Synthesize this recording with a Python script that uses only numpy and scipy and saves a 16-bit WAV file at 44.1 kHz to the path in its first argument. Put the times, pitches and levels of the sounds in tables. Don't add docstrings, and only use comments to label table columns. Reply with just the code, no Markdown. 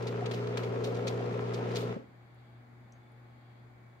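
import sys
import numpy as np
from scipy import signal
from scipy.fft import rfft, irfft
from scipy.io import wavfile
from scipy.ndimage import uniform_filter1d

SR = 44100
rng = np.random.default_rng(int(sys.argv[2]) if len(sys.argv) > 2 else 0)


def convert_level_to_amplitude(level_db):
    exponent = np.asarray(level_db, float) / 20
    return 10 ** exponent


def pcm_store(signal):
    levels = np.round(np.clip(np.atleast_2d(signal), -1, 1) * 32767)
    wavfile.write(sys.argv[1], SR, levels.astype(np.int16).T)


N = 176400
TIME = np.arange(N) / SR
HZ = np.fft.rfftfreq(N, 1 / SR) + 1e-3

# pitch in Hz, rms level in dB, wobble in dB.
FRIDGE_TONES = [(120.2, -56, 1.4), (240.0, -72.5, 3), (360, -73, 1.5), (450, -78.5, 1.5), (843, -80.5, 3.5),
                (1088, -81, 1.5), (2265, -83, 3.5)]
# time in seconds, level in dB.
FRIDGE_SWELL = [(2.2, -1), (2.7, -0.5), (3.2, 0.5), (3.6, -0.5), (3.85, -1.5), (4, -4)]
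# frequency in Hz, density in dB per Hz.
AIR_LOW = [(35, -30), (64, -16.5), (140, -16.5), (200, -14.5), (280, -13.5), (400, -22), (800, -17.5),
           (1000, -25)]
AIR_HIGH = [(1000, -3.5), (2200, -6), (2800, -19), (3500, -18.5), (4800, -22), (5300, -31.5), (7000, -27.5),
            (9000, -34.5), (15800, -32)]
# frequency in Hz, likeness from -1 to 1.
AIR_LIKENESS = [(35, .2), (60, 0.091), (180, 0.83), (550, 0.19), (1650, -0.12), (4970, -0.076),
                (15000, -0.08)]
# frequency in Hz, left over right in dB.
AIR_TILT = [(60, 13), (180, 2), (550, 2), (1650, 1), (4970, 3), (15000, 1)]
AIR_LOW_DB, AIR_HIGH_DB, AIR_PATCH_DB = -62, -66.5, 0.25
# time in seconds, level in dB.
FAR_SWELL = [(2.2, -83), (2.4, -77), (2.58, -80), (2.7, -96), (2.95, -81), (3.1, -89), (3.25, -85),
             (3.4, -78), (3.58, -77), (3.7, -88), (3.8, -99), (3.95, -98)]
# frequency in Hz, density in dB per Hz.
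FAR_HISS = [(2700, 0), (3000, -8.5), (3300, 1), (3650, -6), (4600, -6), (5000, -15)]
# centre in seconds, length in seconds, level in dB, pitch in Hz.
WHINE = [(2.42, .05, -91, 3420), (2.58, .04, -89, 3600), (2.85, .08, -92, 3530), (3.1, 0.11, -83, 3490),
         (3.5, .08, -93, 3270), (3.64, .08, -88, 3460), (3.95, 0.052, -89, 3430)]
WHINE_WIDTH_HZ = 70

ROOM_DB, ROOM_T60_S, ROOM_LOW_HZ, ROOM_HIGH_HZ = -11.5, 0.46, 610, 6160
# frequency in Hz, left lead in radians.
MACHINE_LEAD = [(0, 0), (1810, 7.5), (3010, 16.5), (3620, 18.5), (4220, 17), (12500, 25.5), (14500, 31.5),
                (15300, 36)]
# frequency in Hz, left over right in dB.
MACHINE_TILT = [(60, 4), (150, 2), (380, -1), (950, 4), (2380, -0.5), (5980, 1), (15000, 2.5)]
# frequency in Hz, likeness from -1 to 1.
WATER_LIKENESS = [(35, .1), (60, 0.48), (150, 0.65), (380, 1), (950, -0.87), (2380, -0.026), (5980, -0.009),
                  (15000, 0.23)]

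# start in seconds, peak in dB, pitch in Hz, decay T60 in seconds.
DROPS = [
    (2.3466, -70, 11300, 0.012),
    (2.9227, -56.5, 6240, 0.022),
    (2.9215, -65, 5200, .015),
    (2.9215, -67, 7950, 0.013),
    (2.9215, -76, 10700, .008),
    (2.9325, -66, 6650, 0.018),
    (2.9444, -75, 6780, 0.02),
    (2.926, -72, 6300, .25),
    (3.1188, -70, 10200, 0.014),
]

# start in seconds, peak in dB, length in seconds, spray in dB, deep part in dB.
SPURTS = [(0.022, -40, 0.0081, -11, -8), (0.067, -35, 0.015, -10, 4), (0.169, -46, 0.0043, -19, 7),
          (0.257, -35.5, 0.0089, -18, 5), (0.3116, -29.5, 0.0062, -10, 4), (0.337, -37, 0.0093, -11, 3),
          (0.372, -47, 0.007, -15, -3), (0.47, -41.5, 0.005, -21, 6), (0.571, -30, 0.0082, -8, 5),
          (0.632, -39, 0.0097, -10, 9), (0.8376, -35.5, 0.0047, -5.5, -6),
          (0.8427, -32.5, .006, -12.5, -3.5), (0.867, -47, 0.0115, -19, 0), (0.945, -37.5, 0.008, -19, -14),
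          (0.964, -43, 0.0096, -10, -4), (1.067, -30, 0.021, -8, -1), (1.536, -32, 0.0087, -12, -17),
          (1.543, -39, 0.0041, -28, -6), (1.558, -57, 0.0072, -25, -8), (1.71, -44, 0.014, -17, -8),
          (1.736, -46, .005, -16, -12), (1.748, -42, .004, -7, -10), (1.7558, -26.5, 0.013, -6, -4),
          (1.77, -47, 0.0045, -27, -19), (1.785, -51, .005, -18, -14), (1.805, -41, 0.0081, -5.5, -10)]
# frequency in Hz, density in dB per Hz.
SPURT_COLOUR = [(880, -1), (1500, -9), (2220, -3.5), (4370, -2.5), (5640, -10), (6220, -10), (8770, -18.5),
                (9580, -27), (15600, -40)]
# frequency in Hz, density in dB per Hz.
SPRAY_COLOUR = [(2000, 11), (4000, 9.5), (8000, -5.5), (10000, -10), (13000, -7), (15800, -11.5)]
SPURT_TRIM_DB, SPURT_T60_S, SPURT_ROOM_DB, SPLASH = -13.5, 0.042, -20, 1
ATTACK_SHARE, SAG_DB = 0.2, -2.5
SPRAY_HOLD_S, SPRAY_T60_S = 0.014, 0.27
DEEP_HZ, GRAIN_RATE_HZ, GRAIN_DB = 2880, 250, 4
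POPS_PER_S, POP_SHARE, POP_LOW_HZ, POP_HIGH_HZ, POP_CYCLES = 1900, 0.26, 2050, 7000, 28

# frequency in Hz, density in dB per Hz.
FLOW_COLOUR = [(35, -37), (64, -35), (105, -38), (200, -16), (330, -18.5), (420, -14), (600, -22.5),
               (1000, -16), (1500, -21.5)]
# frequency in Hz, density in dB per Hz.
HISS_COLOUR = [(880, -31), (1500, -35), (1620, -7.5), (1950, -0.5), (3450, -9.5), (6350, -18.5),
               (10600, -36), (13200, -37), (15600, -39)]
# time in seconds, level in dB.
PRESSURE = [(0.0, -71), (0.988, -72.5), (1.412, -72.5), (1.754, -72), (1.808, -76), (1.95, -71)]
FLOW_DB, FLOW_BEAT, FLOW_PATCH_DB = -47, 0.28, -0.3
HISS_DB, HISS_BEAT, HISS_PATCH_DB = -53.5, 0.15, 1.26

MAINS_HZ = 60.0
STOP_S, HUM_T60_S, RUN_DOWN_T60_S = 1.9224, 0.59, 0.29
# time in seconds, level in dB.
DRIVE = [(0, -1.5), (.3, -0.65), (.7, -0.5), (1.3, 0), (1.75, 1), (1.905, -0.5)]
# time in seconds, level in dB.
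BUZZ = [(0, -0.5), (.5, -2), (.75, 0.5), (1.15, -0.5), (1.4, -1.5), (1.75, -2), (1.9, -2.5)]
# pitch in Hz, width in Hz, level in dB.
VALVE = [(738, 190, 1.5), (1025, 200, -0.5), (1310, 83, 3.5), (1785, 294, -4), (2130, 325, -7),
         (3020, 1300, -17.5)]
TAP_S, TAP_BACK_S, TAP_JITTER_S, TAP_T60_S = 0.0094, 0.0080, 0.00012, 0.0093
TAP_DB, TAP_BACK_DB, TAP_SPREAD_DB, TAP_FIZZ = -58, -4, 3, 0.55
# pitch in Hz, width in Hz, level in dB.
HOUSING = [(273, 26, -10.5), (362, 42, -9.5), (404.4, 30.6, 2.5), (448.6, 27.5, 2), (476.7, 32.5, -1),
           (584, 87, -9.5), (677, 146, -14.5), (1093, 92, -23.5), (1292, 77, -23), (1668, 20, -21)]
KNOCK_DB, RETURN_DB, KNOCK_SPREAD_DB = -39.5, -3, 2.6
PUSH_S, KNOCK_JITTER_S = 0.0068, 0.000923
RATTLE, RATTLE_T60_S = 0.44, 0.042
CONTACT_HZ, HOUSING_LOW_HZ = 2170, 231
EVEN_S, EVEN_FLOOR = 0.05, 0.13
# time in seconds, level in dB, pitch in Hz.
LAST_BUMPS = [
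    (1.898, -30, 200),
    (1.963, -28, 218),
    (1.968, -34.5, 527),
    (1.994, -41, 268),
    (2.015, -45, 194),
    (2.041, -53, 290),
]
BUMP_WIDTH_HZ, BUMP_LOW_HZ = 57, 130
# multiple of mains, rms level in dB, wobble in dB, left over right in dB.
HUM = [(1, -69.5, 2, -7), (1.5, -67, -5, -4), (2, -38.5, 0.41, 1.7), (2.5, -66.5, 8.5, 0),
       (3, -47.5, 2, 0.5), (3.5, -60, 3.5, 5), (4, -48.5, 1.5, -3.5), (4.5, -58.5, -0.5, 14),
       (5, -57.5, 0.5, -3), (5.5, -74.5, 1.5, 2), (6, -52.5, 2.5, 3), (7, -49.5, 3, 8), (8, -49, 2, 9.5),
       (9, -60, -7, 12), (10, -71, 5.5, -3), (11, -59.5, -1.5, -8), (12, -62, 8, -2)]
COIL_DROP_DB, COIL_DROP_S = -5, 0.04


def rms_one(x):
    return x / np.sqrt(np.mean(x ** 2) + 1e-20)


def curve(rows):
    return np.interp(TIME, *np.transpose(rows))


def at_hz(rows):
    hz, value = np.transpose(rows)
    return np.interp(np.log(HZ), np.log(hz), value)


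def filtered(x, order, hz, kind="low"):
    return signal.sosfilt(signal.butter(order, hz, kind, fs=SR, output="sos"), x)


def drift(rate):
    r = np.exp(-80 * np.pi * rate / SR)
    chance = rng.standard_normal(N // 40 + 2002)
    slow = signal.lfilter([1], [1, -2 * r, r * r], chance)[2000:]
    return np.interp(np.arange(N) / 40, np.arange(len(slow)), rms_one(slow))


def resonate(x, hz, width):
    r = np.exp(-np.pi * width / SR)
    zeros = np.array([1, 0, -1]) * (1 - r * r) / 2
    poles = [1, -2 * r * np.cos(2 * np.pi * hz / SR), r * r]
    return signal.lfilter(zeros, poles, x + 1e-18)


def fading_tail(hits, t60):
    return signal.lfilter([1], [1, -convert_level_to_amplitude(-60 / (t60 * SR))], hits)


def noise(colour, patch_db):
    inside = (HZ > colour[0][0]) * (HZ < colour[-1][0])
    lines = rfft(rng.standard_normal(N)) * convert_level_to_amplitude(at_hz(colour)) * inside
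    if not patch_db:
        return rms_one(irfft(lines, N))
    band = np.floor(np.log2(HZ / 16)) // 2
    shared = drift(3.6)
    out = 0
    for k in range(5):
        flicker = convert_level_to_amplitude(patch_db * (0.5 * shared + drift(33)))
        out = out + irfft(lines * (band == k), N) * flicker
    return rms_one(out)


def wide(make, likeness, tilt):
    alike = np.clip(at_hz(likeness), -1, 1)
    mid, side = rfft([make(), make()]) * np.sqrt([(1 + alike) / 2, (1 - alike) / 2])
    half = convert_level_to_amplitude(at_hz(tilt) / 2)
    return irfft([(mid + side) * half, (mid - side) / half], N)


def ports(x, lead, tilt):
    half = convert_level_to_amplitude(at_hz(tilt) / 2) * np.exp(0.5j * at_hz(lead))
    return irfft(rfft(x) * np.array([half, 1 / half]), N)


def room_air():
    def air():
        low = convert_level_to_amplitude(AIR_LOW_DB) * noise(AIR_LOW, AIR_PATCH_DB)
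        return low + convert_level_to_amplitude(AIR_HIGH_DB) * noise(AIR_HIGH, AIR_PATCH_DB)
    far = wide(lambda: noise(FAR_HISS, 0), AIR_LIKENESS, AIR_TILT)
    return wide(air, AIR_LIKENESS, AIR_TILT) + convert_level_to_amplitude(curve(FAR_SWELL)) * far


def whine():
    hiss, out = rng.standard_normal(N), 0
    for s, length, db, hz in WHINE:
        tone = resonate(resonate(hiss, hz, WHINE_WIDTH_HZ), hz, WHINE_WIDTH_HZ)
        out = out + convert_level_to_amplitude(db) * np.exp(-((TIME - s) / length) ** 2) * rms_one(tone)
    return out


def fridge():
    out = 0
    for hz, db, wobble_db in FRIDGE_TONES:
        level = np.sqrt(2) * convert_level_to_amplitude(db + wobble_db * drift(5.4))
        out = out + level * np.sin(2 * np.pi * hz * TIME + 0.15 * wobble_db * drift(4.7))
    return out * convert_level_to_amplitude(curve(FRIDGE_SWELL) + [[0.7], [-0.7]])


def kitchen(x):
    t = TIME[:SR]
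    echo = rng.standard_normal((2, SR)) * convert_level_to_amplitude(-60 * t / ROOM_T60_S) * (t > 0.004)
    echo = filtered(echo, 1, [ROOM_LOW_HZ, ROOM_HIGH_HZ], "band")
    return convert_level_to_amplitude(ROOM_DB) * signal.fftconvolve(x[None], rms_one(echo) / np.sqrt(SR), axes=1)[:, :N]


def drops():
    out, t = np.zeros(N), TIME[:SR // 10]
    for s, db, hz, t60 in DROPS:
        burst = rng.standard_normal(len(t)) * convert_level_to_amplitude(-60 * t / t60)
        ring = resonate(resonate(burst, hz, 0.1 * hz), hz, 0.14 * hz)
        start = int(s * SR)
        out[start:start + len(t)] += convert_level_to_amplitude(db) * ring / np.abs(ring).max()
    return out


def pops():
    clicks = (rng.random(N) < POPS_PER_S / SR) * rng.standard_normal(N)
    dealt = rng.integers(0, 10, N)
    out = 0
    for k, hz in enumerate(np.geomspace(POP_LOW_HZ, POP_HIGH_HZ, 10)):
        out = out + resonate(clicks * (dealt == k), hz, 1.2 * hz / POP_CYCLES)
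    return rms_one(out)


def spurts():
    jet, deep, spray = np.zeros((3, N))
    for s, db, length, spray_db, deep_db in SPURTS:
        t = np.maximum(TIME - s, 0)
        start = convert_level_to_amplitude(db + SPURT_TRIM_DB) * np.minimum(t / (ATTACK_SHARE * length), 1)
        sag = SAG_DB * np.minimum(t / length, 1)
        shape = start * convert_level_to_amplitude(sag - 60 * np.maximum(t - length, 0) / SPURT_T60_S)
        jet += shape
        deep += shape * convert_level_to_amplitude(deep_db)
        spray += start * convert_level_to_amplitude(spray_db - 60 * np.maximum(t - SPRAY_HOLD_S, 0) / SPRAY_T60_S)
    grain = convert_level_to_amplitude(GRAIN_DB * drift(GRAIN_RATE_HZ))
    deep_share = 1 / (1 + (HZ / DEEP_HZ) ** 8)

    def shaped(x):
        low = irfft(rfft(x) * deep_share, N)
        return grain * (deep * low + jet * (x - low))

    splash = SPLASH * shaped(wide(lambda: noise(SPURT_COLOUR, 0), WATER_LIKENESS, MACHINE_TILT))
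    mist = wide(lambda: noise(SPRAY_COLOUR, 0), WATER_LIKENESS, MACHINE_TILT)
    mist = spray * convert_level_to_amplitude(GRAIN_DB / 2 * drift(120)) * mist
    return shaped(noise(SPURT_COLOUR, 0) + POP_SHARE * pops()), splash + mist


def effort(t60):
    return convert_level_to_amplitude(curve(DRIVE) - 60 * np.maximum(TIME - STOP_S, 0) / t60)


def flow():
    stroke = np.sin(4 * np.pi * MAINS_HZ * TIME + drift(8.7))
    snap = np.cos(2 * np.pi * MAINS_HZ * (TIME - TAP_S - 0.001))
    pressure = curve(PRESSURE)
    pressure = pressure - pressure[:N // 3].mean()
    rumble = wide(lambda: noise(FLOW_COLOUR, FLOW_PATCH_DB), WATER_LIKENESS, MACHINE_TILT)
    hiss = wide(lambda: noise(HISS_COLOUR, HISS_PATCH_DB), WATER_LIKENESS, MACHINE_TILT)
    rumble = convert_level_to_amplitude(FLOW_DB) * (1 + FLOW_BEAT * stroke) * rumble
    hiss = convert_level_to_amplitude(HISS_DB + pressure) * (1 + HISS_BEAT * snap) * hiss
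    return (rumble + hiss) * effort(RUN_DOWN_T60_S)


def valve():
    beat = np.arange(int(4.4 * MAINS_HZ))
    chance = rng.standard_normal((len(beat), 2))
    opening = beat % 2
    at = beat // 2 / MAINS_HZ + TAP_S - TAP_BACK_S * opening + TAP_JITTER_S * chance[:, 0]
    hits = np.zeros(N)
    hits[(at * SR).astype(int)] = convert_level_to_amplitude(TAP_SPREAD_DB * chance[:, 1] + TAP_BACK_DB * opening)
    fizz = fading_tail(hits, TAP_T60_S) * rng.standard_normal(N)
    force = rms_one(hits) + TAP_FIZZ * rms_one(fizz)
    ring = 0
    for k, (hz, width, db) in enumerate(VALVE):
        ring = ring + (-1) ** k * convert_level_to_amplitude(db) * resonate(force, hz, width)
    return convert_level_to_amplitude(TAP_DB) * rms_one(ring) * np.sqrt(2) * effort(RUN_DOWN_T60_S) * (TIME < 2.2)


def even(x):
    strength = uniform_filter1d(x ** 2, int(EVEN_S * SR)) / np.mean(x ** 2)
    return x / np.sqrt(strength + EVEN_FLOOR)


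def last_bumps():
    out = np.zeros(N)
    for s, db, hz in LAST_BUMPS:
        push = np.exp(-((TIME - s) * 3 * hz) ** 2)
        bump = resonate(push, hz, BUMP_WIDTH_HZ) * hz / BUMP_WIDTH_HZ
        out += convert_level_to_amplitude(db) * filtered(bump, 2, BUMP_LOW_HZ, "high")
    return out


def knocks():
    beat = np.arange(int(4.4 * MAINS_HZ))
    chance = rng.standard_normal((len(beat), 2))
    at = np.clip((beat - 1) / (2 * MAINS_HZ) + PUSH_S + KNOCK_JITTER_S * chance[:, 0], 0, 3)
    hits = np.zeros(N)
    hits[(at * SR).astype(int)] = convert_level_to_amplitude(KNOCK_SPREAD_DB * chance[:, 1] + RETURN_DB * (1 - beat % 2))
    rattle = fading_tail(hits, RATTLE_T60_S) * rng.standard_normal(N)
    force = filtered(rms_one(hits) + RATTLE * rms_one(rattle), 2, CONTACT_HZ)
    body = 0
    for k, (hz, width, db) in enumerate(HOUSING):
        body = body + (-1) ** k * convert_level_to_amplitude(db) * even(resonate(force, hz, width))
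    body = filtered(rms_one(body), 4, HOUSING_LOW_HZ, "high")
    return convert_level_to_amplitude(KNOCK_DB + curve(BUZZ)) * rms_one(even(body)) * effort(RUN_DOWN_T60_S)


def hum():
    out = 0
    for k, db, wobble_db, pan_db in HUM:
        phase = (k < 6) * rng.uniform(0, 6.3) + 0.1 * wobble_db * drift(8)
        tone = np.cos(2 * np.pi * k * MAINS_HZ * (TIME - PUSH_S) + phase)
        level = np.sqrt(2) * convert_level_to_amplitude(db + wobble_db * drift(29.0) + (k > 6) * curve(BUZZ))
        pan = convert_level_to_amplitude([[pan_db / 2], [-pan_db / 2]])
        out = out + level * tone * pan * effort(HUM_T60_S if k < 6 else RUN_DOWN_T60_S)
    return out * convert_level_to_amplitude(COIL_DROP_DB * np.clip((TIME - STOP_S) / COIL_DROP_S, 0, 1))


def scene():
    behind = fridge() + room_air() + whine()
    ticks = drops()
    jet, spray = spurts()
    body = knocks() + last_bumps() + valve()
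    fade = np.minimum((N - np.arange(N)) / 2000, 1)
    near = ticks + ports(body + jet, MACHINE_LEAD, MACHINE_TILT) * fade
    room = kitchen(body + convert_level_to_amplitude(SPURT_ROOM_DB) * (jet + ticks))
    return behind + room + spray + flow() + near + hum()


def low_pass(x):
    return signal.sosfilt(signal.butter(12, 15800, fs=SR, output="sos"), x)


def record(dry):
    return low_pass(dry)


dry = scene()
out = record(dry)
pcm_store(out)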